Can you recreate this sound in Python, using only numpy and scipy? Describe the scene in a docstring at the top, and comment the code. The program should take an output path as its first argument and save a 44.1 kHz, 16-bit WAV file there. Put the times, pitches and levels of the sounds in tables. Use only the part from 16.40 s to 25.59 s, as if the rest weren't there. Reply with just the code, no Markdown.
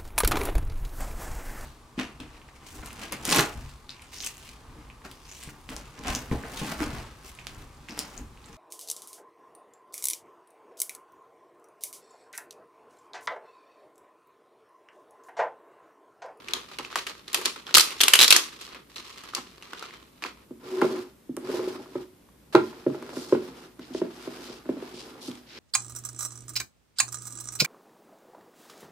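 """Stiff film and a cardboard box

Hands lift a stiff clear film off a cardboard tray: creases snap as ringing panels, grains of noise crinkle.
The hollow lid is dragged over the desk with a wavering hum, set down on the tray and patted shut: blows and
judders ring the box modes, friction drones and hisses, and palms wipe the card in short bright swishes.
A small furnished room adds diffuse echoes, air noise, rumble and a faint mains hum; two spaced microphones."""
import sys
import numpy as np
from scipy import signal
from scipy.fft import rfft, irfft, next_fast_len
from scipy.io import wavfile
from scipy.ndimage import uniform_filter1d

SR = 44100
rng = np.random.default_rng(int(sys.argv[2]) if len(sys.argv) > 2 else 0)


def transcribe(signal):
    """Save signal, clipped to [-1, 1], as a 16-bit WAV file at the path in sys.argv[1]."""
    frames = np.atleast_2d(signal).T
    limited = np.clip(frames, -1, 1)
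    pcm = np.round(limited * 32767).astype(np.int16)
    wavfile.write(sys.argv[1], SR, pcm)


def rack_gain(trim_db):
    """Turn a fader trim in dB into the linear factor to multiply a signal by."""
    fader = np.asarray(trim_db, float)
    return 10 ** (fader / 20)


N = 405262

# creases of the film buckling, tick and crackle against the panel:
# start_s [s], level_db [dB], panel_hz [Hz], treble_db [dB], crackle_db [dB]
CREASES = [(0.0838, -29, 2600, -35, 8), (0.12, -38, 1160, -25, 0), (0.1354, -8, 3760, -34, -3),
           (0.3142, -37, 1390, -13.5, 4), (0.3862, -27, 2920, -39, 11), (0.449, -20.5, 2620, -31, -10),
           (0.502, -35, 1090, -25, 0.5), (0.5275, -31, 1280, -29, 0), (0.5457, -39, 3670, -21, 1.5),
           (0.5573, -21.5, 1220, -10, 16.5), (0.573, -38.5, 1290, 4, 8.5), (0.6668, -25.5, 2800, -15, 8),
           (0.6707, -21.5, 2350, -25, 3.5), (0.816, -47, 3890, -10, -29), (0.8804, -24.5, 4030, -23, -4.5),
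           (0.9308, -23.5, 3950, 8, -4.5), (0.9446, -10, 3154, 1.5, 3.5), (1.0134, -30, 1060, -3, 9),
           (1.0517, -22, 4630, -9, -2), (1.0563, -11, 4460, -13.5, 3.5), (1.061, -13, 5500, -14, -10),
           (1.1601, -30.5, 1351, -29, 5.5), (1.2678, -21.5, 3360, -33.5, -11),
           (1.2914, -28.5, 1452, -40.5, -2), (1.3423, 0.5, 4214, -21.5, -3), (1.3488, 2.5, 4264, -4.5, 1),
           (1.3536, -1.5, 3900, -11, 5.5), (1.368, -2.5, 4756, 0.5, -4), (1.3717, -4, 1251, 8.5, -1.5),
           (1.3814, -7, 3000, 1, 10), (1.3966, -3.5, 4296, -8.5, -1.5), (1.4072, -1.5, 5160, -20.5, -2),
           (1.507, -23, 2750, -3.5, -2), (1.6046, -10, 3480, -20.5, 7.5), (1.6097, -3.5, 3400, -6.5, -1.5),
           (1.6134, -4.5, 3345, 5.5, -1), (1.6346, -2.5, 3514, -2, 2), (1.6816, -5, 2768, 1, 5),
           (1.7353, -0.5, 2840, -3, 5.5), (1.7374, 3.5, 3000, -5.5, -1), (1.7532, -2, 2850, -16, -2.5),
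           (1.7565, -4.5, 2807, 3.5, -3.5), (1.79, 3, 3740, -10, -2.5), (1.795, 0, 3890, -10, -6.5),
           (1.8025, -1.5, 3730, -8.5, -0.5), (1.8124, 4.5, 3890, -6.5, -4.5), (1.8185, 0.5, 3880, 2, -12),
           (1.8219, 0.5, 3520, -11.5, -3), (1.8285, 1, 3866, -13, -0.5), (1.8355, 0.5, 3920, -1, -5.5),
           (1.8438, -3, 3790, -27, 0), (1.8481, -2.5, 3916, -19.5, -7.5), (1.8791, -5.5, 4950, -14.5, 0),
           (1.9056, 0.5, 3894, -2.5, 3), (1.9143, 1.5, 2675, -1, -6), (1.9245, -2, 3810, -13, 8.5),
           (1.9619, -6.5, 1870, -7.5, 0), (1.964, -2.5, 6000, -9, -0.5), (2.1254, -39.5, 1790, -6.5, 1.5),
           (2.212, -44.5, 2810, 13.5, 1), (2.3467, -42.5, 2060, -40.5, 16.5), (2.498, -52.5, 4060, 5.5, -5),
           (2.5592, -25.5, 3900, -26, -7), (2.582, -24.5, 4070, -30, -13), (2.652, -51.5, 3410, -22, 4),
           (2.7761, -34, 2130, -21, -4), (2.8366, -34.5, 1260, -2.5, 4), (2.888, -43, 2220, 2, 1),
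           (2.936, -25, 1250, -31, -14), (2.949, -15, 5493, -17.5, 0.5), (3.2247, -29.5, 2760, -2, -19),
           (3.333, -24.5, 1450, -8, -12), (3.394, -38, 4950, -14, 5), (3.4251, -25, 1360, -58, 5.5),
           (3.5083, -34, 2100, -33, -17), (3.538, -45, 2220, 1, -1), (3.8228, -34.5, 1650, -24.5, 10.5),
           (3.839, -14.5, 2430, -29, -7.5), (3.8598, -24.5, 1570, -37, 0.5), (3.972, -49, 1000, -15, -6)]
# modes of the hollow box when free to ring: pitch_hz [Hz], level_db [dB, relative], t60_s [s]
BOX_MODES = [(106, -17, 0.1), (131.6, -13, 0.11), (196.5, -12.5, 0.076), (239.8, -5.5, 0.18),
             (291, 2.5, 0.066), (365, 0, 0.14), (449, -4.5, 0.097), (476.8, -9.5, 0.13), (523, -9.5, 0.1),
             (621.4, -13.5, 0.14), (756, -23, 0.16), (840, -7, 0.039), (1024, -7, 0.052),
             (1220, -9.5, 0.022), (1390, -12, 0.049), (1660, -20, 0.053), (2110, -44, 0.011)]
# how alike the two microphones hear a diffuse sound: pitch_hz [Hz], likeness [0-1]
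STEREO_LIKENESS = [(60, 0.78), (180, 0.94), (550, 0.39), (1650, 0.27), (4970, 0.2), (15000, 0.011)]


def rms_one(x):
    """Scale to unit rms."""
    return x / np.sqrt(np.mean(x ** 2) + 1e-20)


def in_time(rows):
    """Columns of a curve at every sample, with a mask that is true only within its span."""
    s, *columns = np.transpose(rows)
    t = np.arange(N) / SR
    return (t >= s[0]) & (t <= s[-1]), [np.interp(t, s, c) for c in columns]


def at_hz(points, hz):
    """Read a spectrum on a log-frequency axis."""
    point_hz, values = np.array(points).T
    return np.interp(np.log(hz), np.log(point_hz), values)


def drift(rate_hz):
    """Slow random wander of spread 1: noise through two equal poles, run at a fortieth of the sample rate."""
    r = np.exp(-80 * np.pi * rate_hz / SR)
    noise = rng.standard_normal(N // 40 + 2002)
    slow = signal.lfilter([1], [1, -2 * r, r * r], noise)[2000:]   # drop the filter's start-up
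    return np.interp(np.arange(N) / 40, np.arange(len(slow)), rms_one(slow))


def ring(drive, hz, t60_s):
    """A resonator: a unit click sets a sine of about height 1 ringing, 60 dB down after t60_s."""
    r, w = rack_gain(-60 / (t60_s * SR)), 2 * np.pi * hz / SR
    return signal.lfilter([0, np.sin(w)], [1, -2 * r * np.cos(w), r * r], drive + 1e-18)


def coloured(pair, spectrum):
    """Give two unrelated signals a spectrum and mix them to stereo that parts towards the treble; rms 1."""
    size = next_fast_len(N)
    hz = np.maximum(np.arange(size // 2 + 1) * SR / size, 1)
    alike = np.clip(at_hz(STEREO_LIKENESS, hz), 0, 1)
    mid, side = rfft(pair, size) * rack_gain(at_hz(spectrum, hz))
    stereo = np.sqrt(1 + alike) * mid + np.sqrt(1 - alike) * side * [[1], [-1]]
    return rms_one(irfft(stereo, size)[:, :N])


def brightened(x, bright_db, corner_hz):
    """Raise or lower the treble above a corner, by a fixed or moving amount."""
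    low = signal.sosfiltfilt(signal.butter(1, corner_hz, fs=SR, output="sos"), x)
    return low + rack_gain(bright_db) * (x - low)


def grains(per_s, spread_db, clump_db):
    """Tiny noise clicks of uneven size that come in clumps, the same moments at both microphones."""
    born = rng.random(N) < per_s * rack_gain(clump_db * drift(25)) / SR
    sizes = rack_gain(spread_db * np.minimum(rng.exponential(1, N), 4))
    smear = np.exp(-np.arange(128) / 25.0)   # each grain dies away over 25 samples
    return np.convolve(born * sizes, smear)[:N] * rng.standard_normal((2, N))


def snaps(rows, cycles, second_db, after_ms):
    """A stiff sheet pops: the panel rings, 60 dB down in some cycles, with a sharp tick and a dying crackle."""
    out, t = np.zeros((2, N + 4096)), np.arange(4096) / SR
    treble = signal.butter(1, [5000, 12000], "band", fs=SR, output="sos")
    for s, level_db, hz, treble_db, crackle_db in rows:
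        noise, chance = rng.standard_normal((3, 2, len(t))), rng.random(4)
        lag = np.array([[0], [(chance[0] - .5) * 1.0e-4]])   # s; the microphones are a few cm apart
        panel = np.sin(2 * np.pi * hz * (t + lag)) * rack_gain(-60 * t * hz / cycles)
        other_hz = hz * (0.89 + chance[1])   # a smaller facet beside it
        facet = np.sin(2 * np.pi * other_hz * (t - lag)) * rack_gain(-60 * t * other_hz / cycles)
        panel += rack_gain(second_db) * facet
        tick = rack_gain(treble_db) * signal.sosfilt(treble, noise[0] * np.exp(-t / 0.00091))
        around = signal.butter(1, [hz * 0.65, min(hz * 1.244, 18000)], "band", fs=SR, output="sos")
        flicker = np.abs(uniform_filter1d(noise[2, 0], size=24)) * 3.6 + .5
        dying = np.exp(-t / (max(after_ms, .3) / 1000)) * flicker
        # low pitches are alike at both microphones
        shared = noise[1, 0] + min(hz / 5000, 1) * noise[1, 1] * [[1], [-1]]
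        crackle = signal.sosfilt(around, shared * dying)
        crackle = crackle + .5 * rack_gain(treble_db) * signal.sosfilt(treble, noise[2] * dying)
        at = round(s * SR)
        out[:, at:at + len(t)] += rack_gain(level_db) * (panel + tick + rack_gain(crackle_db) * crackle)
    return out[:, :N]


def film_crackle():
    """The flexed film crackles finely; each snap stirs the crackle up and it fades again."""
    # film being flexed: start_s [s], crackle_db [dB], bright_db [dB of treble]
    flex = [(0.0, -42, -11), (0.2, -43.5, -4.5), (0.3, -47, -2), (0.5, -60, -2), (0.8, -48, 0.5),
            (1.0, -70, 2), (1.3, -45.5, -3.5), (1.45, -33, 7), (1.58, -41.5, 5), (1.8, -44, 1),
            (1.98, -30, 2.5), (2.14, -51, -0.5), (2.25, -50, 12), (2.33, -38.5, -8.5), (2.42, -66, -16.5),
            (2.54, -64.5, 7.5), (2.6, -47, 6.5), (2.92, -53, -0.5), (3.12, -54.5, 1.5), (3.42, -42.5, -7.5),
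            (3.6, -49, -5), (3.7, -60, -4), (3.81, -57, -3), (4.05, -61.5, -12.5)]
    # colour of the film: pitch_hz [Hz], level_db [dB per Hz, relative]
    film_spectrum = [(88, -48.5), (150, -14), (371, 0.5), (701, -12), (1160, -0.5), (1490, -7.5),
                     (2020, -5.5), (3890, -6), (4370, -7), (13900, -29.5), (15000, -18.5)]
    settle_db, settle_follows, settle_db_per_s = -23, 0.48, 228.5   # share of the snap's dB; fade
    loose_db = -8.5   # small creases popping at random, against the flex level
    moving, (flex_db, bright_db) = in_time(flex)
    s, level_db, _, _, crackle_db = np.transpose(CREASES)
    fade_db = settle_db_per_s * np.arange(N) / SR
    stirred_db = np.full(N, -200.)
    stirred_db[(s * SR).astype(int)] = settle_db + settle_follows * (level_db + crackle_db)
    settling_db = np.maximum.accumulate(stirred_db + fade_db) - fade_db
    fine = coloured(grains(per_s=3500.0, spread_db=2.5, clump_db=2.0), film_spectrum)
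    loose = coloured(grains(per_s=49, spread_db=2.5, clump_db=2.0), film_spectrum)
    stir = np.hypot(rack_gain(flex_db), rack_gain(settling_db)) * fine + rack_gain(flex_db + loose_db) * loose
    return moving * brightened(stir, bright_db + 3.0 * drift(29.0), corner_hz=3000)   # treble wanders


def film():
    """Snaps and crackle of the thin film, with a short desk reflection that notches them."""
    sound = snaps(CREASES, cycles=24.0, second_db=-10.0, after_ms=4.6) + film_crackle()
    echo_s, echo_gain = .0007, 0.058
    lag = round(echo_s * SR)
    sound[:, lag:] += echo_gain * sound[:, :-lag].copy()
    # the left microphone faces the film
    sound = brightened(sound, np.array([[2.5], [-3.5]]), corner_hz=11000)
    # thin film moves little air
    sound = signal.sosfilt(signal.butter(2, 300, "high", fs=SR, output="sos"), sound)
    return sound * rack_gain([[-3.5], [-2.5]])


def edge_ticks():
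    """Hard edges and nails touch card or desk: short rings with a brief rattle."""
    # start_s [s], level_db [dB], pitch_hz [Hz], treble_db [dB], rattle_db [dB]
    touches = [(4.4159, -15, 1460, -24, 0), (4.445, -26, 1190, -24.5, -6), (4.9668, -43, 1102, 0, 17.5),
               (5.459, -39.5, 1090, -20, 3), (5.889, -46.5, 1104, -20.5, -0.5),
               (6.1253, -42.5, 1203, -12.5, 3.5), (6.152, -11, 3860, -27, -16),
               (6.161, -23, 4000, -10.5, -18), (6.6249, -32, 1210, -19, 8.5),
               (7.3937, -44, 1270, -21, 15.5), (8.9144, -31, 3420, -12, -4), (8.9542, -35, 3350, -10, -6)]
    return snaps(touches, cycles=16.0, second_db=-29.0, after_ms=2.5)


def knocks_and_judders():
    """Each jolt pushes every box mode with its own strength; hard ones reach the upper modes and crack."""
    # blows on the box, and judders of the lid as it is dragged (5.09-5.27 s);
    # thump and hardness are before the box's response:
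    # start_s [s], level_db [dB], thump_db [dB], hardness_db [dB], freedom to ring [0-1]
    jolts = [(0.394, -28, -16, -2, 0.95), (0.984, -27.5, -25, -8, 1), (2.979, -33.5, -2.5, 8, 0.66),
             (3.848, -28, -13, -1, 0.73), (4.106, -30, -7, -18, 0.86), (4.418, -4, -12.5, -10, 0.67),
             (4.441, -9.5, -20, -20, 0.76), (4.894, -39.5, 18, -33.5, 0.42), (4.971, -13, -14, -17.5, 0.41),
             (5.093, -13, -29, -24, 0.5), (5.14, -16, -41, -19, 1), (5.192, -13.5, -40, -20, 1),
             (5.274, -11.5, -27, -29, 0.38), (5.553, -13, -15.5, -18.5, 0.74), (6.147, 6, -43, -27, 0.34),
             (6.15, -1.5, -15, -5, 0.94), (6.329, -32, -21, -0.5, 0.3), (6.463, -5.5, -13, -24.5, 0.76),
             (6.498, -28, 1, -13, 1), (6.544, -20.5, -29, -14.5, 1), (6.624, -20.5, -20, -15, 0.47),
             (6.69, -25.5, -35, -8.5, 0.5), (6.728, -23.5, -14, -20, 0.9), (6.767, -11.5, -9.5, -17, 0.36),
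             (6.923, 4, -18, -24.5, 0.59), (6.948, -18.5, 0, -5.5, 0.57), (7.089, -39, 6, -26, 0.44),
             (7.389, -33, -2, -24.5, 0.98), (7.503, -35.5, 2, -20, 0.6), (7.547, -11.5, -11, -19.5, 0.34),
             (7.616, -5, -14.5, -22.5, 0.42), (7.648, -22, -7, -25, 0.46), (7.873, -15.5, -11, -18, 0.4),
             (8.094, -31.5, -5.5, -18, 0.84), (8.255, -28.5, -3, -11, 0.4), (8.29, -3.5, -8, -25, 0.28),
             (8.369, -18.5, 3, -31, 0.21), (8.423, -19.5, -13, -15, 0.37), (8.535, -30, -6.5, -24, 0.7),
             (8.88, -27.5, -1, -18, 0.9)]
    panel_db, edge_db = 9.5, 12   # how readily the broad panels and the stiff edges respond
    contact_ms = 1.12   # rise time of a mode at 368 Hz; lower modes rise more slowly
    out, t = np.zeros(N + 8192), np.arange(8192) / SR
    hz, mode_db, t60_s = np.transpose(BOX_MODES)[:, :, None]
    polarity = (-1) ** np.arange(len(BOX_MODES))[:, None]
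    card = signal.butter(2, [600, 2500], "band", fs=SR, output="sos")
    for s, level_db, thump_db, hard_db, free in jolts:
        chance, noise = rng.standard_normal((2, len(BOX_MODES), 1)), rng.standard_normal(len(t))
        colour_db = np.where(hz < 300, thump_db + panel_db, np.where(hz > 700, hard_db + edge_db, 0))
        strength = rack_gain(mode_db + colour_db + 2.0 * chance[0])
        swell = 1 - np.exp(-t * hz / 368 / (contact_ms / 1000))   # a soft push moves slow modes late
        decay = rack_gain(-60 * t / (t60_s * max(free, .1)))
        modes = np.sin(2 * np.pi * hz * (1 + 0.023 * chance[1]) * t) * decay
        body = np.sum(strength * swell * modes * polarity, axis=0)
        crack = rack_gain(hard_db + 2.5) * signal.sosfilt(card, noise * np.exp(-t / 0.012))
        at = round(s * SR)
        out[at:at + len(t)] += rack_gain(level_db - 8.5) * (body + crack)
    return out[:N]


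def drag_level():
    """Amplitude of the lid's drag over the desk."""
    # the lid is dragged twice, one curve each: start_s [s], level_db [dB]
    drags = [
        [(4.2, -54), (4.25, -41.5), (4.4, -32), (4.57, -34.5), (4.63, -41.5), (4.72, -57.5)],
        [(5.0, -45.5), (5.09, -33.5), (5.21, -36), (5.37, -39), (5.46, -48), (5.62, -41.5), (5.73, -80)],
    ]
    return sum(moving * rack_gain(db) for moving, (db,) in map(in_time, drags))


def dragging():
    """The slips of the lid's edge lock onto the cavity under it: a hum whose pitch and strength waver."""
    cavity_hz, hum_db = 370.5, 0.5   # hum against the drag level at its peak
    locking = 1.55   # power of the drag level: the hum grows faster than the drag
    drag = drag_level()
    waver = rack_gain(3.5 * drift(22.0))
    strength = rack_gain(hum_db) * waver * drag.max() * (drag / drag.max()) ** locking
    pitch_hz = cavity_hz * (1 + 0.018 * drift(15.5))
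    return strength * np.sqrt(2) * np.sin(2 * np.pi * np.cumsum(pitch_hz) / SR)


def palm_wipes(hiss):
    """A palm wipes over glossy card: short bright swishes, each a band of the friction hiss."""
    # start_s [s], length_s [s], level_db [dB], centre_hz [Hz]
    swishes = [(6.716, 0.24, -49.5, 6800), (7.406, 0.05, -54, 3200), (7.533, 0.075, -47.5, 5000),
               (8.02, 0.17, -56, 4600), (8.537, 0.11, -47, 5040), (8.806, 0.095, -46, 6300),
               (9.063, 0.22, -50, 3200)]
    span = 2.1   # the band reaches this factor above and below its centre
    t, out = np.arange(N) / SR, 0
    for s, length, level_db, hz in swishes:
        swell = np.sqrt(np.abs(np.sin(np.pi * np.clip((t - s) / length, 0, 1))))
        band = signal.butter(2, [hz / span, hz * span], "band", fs=SR, output="sos")
        out = out + rack_gain(level_db) * swell * rms_one(signal.sosfilt(band, hiss))
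    return out


def sliding():
    """Friction shakes the box modes into a lumpy drone and hisses on the paper surface; returns both."""
    # lid and hands sliding on the tray: start_s [s], drone_db [dB], hiss_db [dB]
    slide = [(6.126, -61, -35.5), (6.2, -49, -48), (6.3, -45.5, -51), (6.44, -55, -50.5),
             (6.6, -43.5, -47.5), (6.75, -47.5, -46), (6.95, -45.5, -47), (7.25, -49.5, -51.5),
             (7.36, -72, -68), (7.4, -55.5, -53.5), (7.56, -52, -51.5), (7.72, -50.5, -48),
             (8.14, -45.5, -46.5), (8.24, -58.5, -58), (8.32, -46, -52), (8.47, -50.5, -47),
             (8.75, -47, -51.5), (8.95, -50, -50), (9.05, -69, -62.5), (9.19, -46, -50)]
    # colour of the paper hiss: pitch_hz [Hz], level_db [dB per Hz, relative]
    hiss_spectrum = [(410, -27), (700, -4), (1040, -9.5), (1140, -5), (1950, -10), (5240, -11),
                     (6190, -16.5), (13900, -24), (15000, -18.5)]
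    drag_drone_db, drag_hiss_db = -4, -7.5   # what the drag sets going, against its level
    slide_bright_db, drag_bright_db = -4, -1   # treble while sliding; about that at full drag
    drag_brightens = 0.26   # dB of treble gained per dB of drag
    moving, (drone_db, hiss_db) = in_time(slide)
    friction = rng.standard_normal(N) * rack_gain(2.0 * drift(30))
    drone = 0
    for k, (hz, mode_db, t60_s) in enumerate(BOX_MODES):
        rubbed_db = mode_db - 2.4 * (hz < 300)   # rubbing moves the broad, heavy panels less
        drone = drone + (-1) ** k * rack_gain(rubbed_db) * ring(friction, hz, t60_s)
    drone = rms_one(drone)
    hiss = coloured(grains(per_s=8000.0, spread_db=3.0, clump_db=1.5), hiss_spectrum)
    drag = drag_level()
    wipes = palm_wipes(hiss)
    drag_db = 20 * np.log10(drag / drag.max() + .01)
    bright_db = np.where(moving, slide_bright_db, drag_bright_db + drag_brightens * drag_db)
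    bright_db = bright_db + 3.0 * drift(7.1)   # the treble wanders
    rub = moving * rack_gain(hiss_db) + rack_gain(drag_hiss_db) * drag
    drone_level = moving * rack_gain(drone_db) + rack_gain(drag_drone_db) * drag
    return drone_level * drone, rub * brightened(hiss, bright_db, corner_hz=3000) + wipes


def room(x):
    """Diffuse echoes: noise that dies band by band, different at each microphone."""
    # reverberation: pitch_hz [Hz], t60_s [s]
    decay_times = [(150, 0.4), (400, 0.19), (1000, 0.25), (3000, 0.27), (8000, 0.28)]
    focus = 0.75   # under 1: echoes are more alike left and right than the air noise
    t, tail = np.arange(int(.5 * SR)) / SR, 0
    for hz in 60 * 2.0 ** np.arange(8):
        band = signal.butter(2, [hz, 2 * hz], "band", fs=SR, output="sos")
        pair = signal.sosfilt(band, rng.standard_normal((2, len(t))))
        alike = np.clip(at_hz(STEREO_LIKENESS, hz * 1.2), 0, 1) ** focus
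        pair = np.sqrt(1 + alike) * pair[0] + np.sqrt(1 - alike) * pair[1] * [[1], [-1]]
        tail = tail + pair * rack_gain(-60 * t / at_hz(decay_times, hz * 1.19))
    tail = tail * np.clip((t - .004) / .008, 0, 1)   # first walls answer after a few ms
    return signal.fftconvolve(x, tail / np.sqrt(np.sum(tail ** 2) / 2), axes=1)[:, :N]


def quiet_room():
    """Steady air and microphone noise, a low rumble and a mains hum of wavering level."""
    # colour of the quiet room: pitch_hz [Hz], level_db [dB per Hz, relative]
    air_spectrum = [(53, -33.5), (90, -2.5), (241, 2.5), (543, -6.5), (749, -13), (1010, -11.5),
                    (1310, -15), (1520, -15.5), (6510, -22.5), (11100, -20.5), (15000, -21)]
    air_db, rumble_db, hum_hz, hum_db = -57.5, -71, 61, -71   # rms levels, the hum before its waver
    air = coloured(rng.standard_normal((2, N)), air_spectrum)
    rumble_spectrum = [(20, -21.5), (40, -13.5), (50, -1.0), (65, -3.5), (85, -18.0), (200, -57.5)]
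    rumble = coloured(rng.standard_normal((2, N)), rumble_spectrum)
    hum = np.sqrt(2) * np.sin(2 * np.pi * hum_hz * np.arange(N) / SR) * rack_gain(2.5 * drift(4))
    return rack_gain(air_db) * air + rack_gain(rumble_db) * rumble + rack_gain(hum_db) * hum


def scene():
    """Film, box and hands close to the microphones, in the room."""
    box_lag_s = .0001   # the box reaches the left microphone later
    near_room_db, box_room_db = -11.5, -7   # sends to the echoes
    drone, hiss = sliding()
    box = (knocks_and_judders() + drone + dragging()) * rack_gain([[-.3], [.3]])
    box[0] = np.interp(np.arange(N) - box_lag_s * SR, np.arange(N), box[0])
    near = film() + edge_ticks() + hiss
    handled = near + box + room(rack_gain(near_room_db) * near + rack_gain(box_room_db) * box)
    no_bass = signal.butter(4, 95, "high", fs=SR, output="sos")   # small objects radiate no deep bass
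    return signal.sosfilt(no_bass, handled) + quiet_room()


def roll_off(x):
    """The treble ends steeply here."""
    return signal.sosfilt(signal.butter(12, 15600, fs=SR, output="sos"), x)


def record(dry):
    """The very top is cut and peaks beyond the limit overload."""
    cut = signal.sosfilt(signal.cheby2(10, 50, 15700, fs=SR, output="sos"), dry)
    mix = np.clip(cut, -1.05, 1.05)
    return roll_off(mix)


dry = scene()
out = record(dry)
transcribe(out)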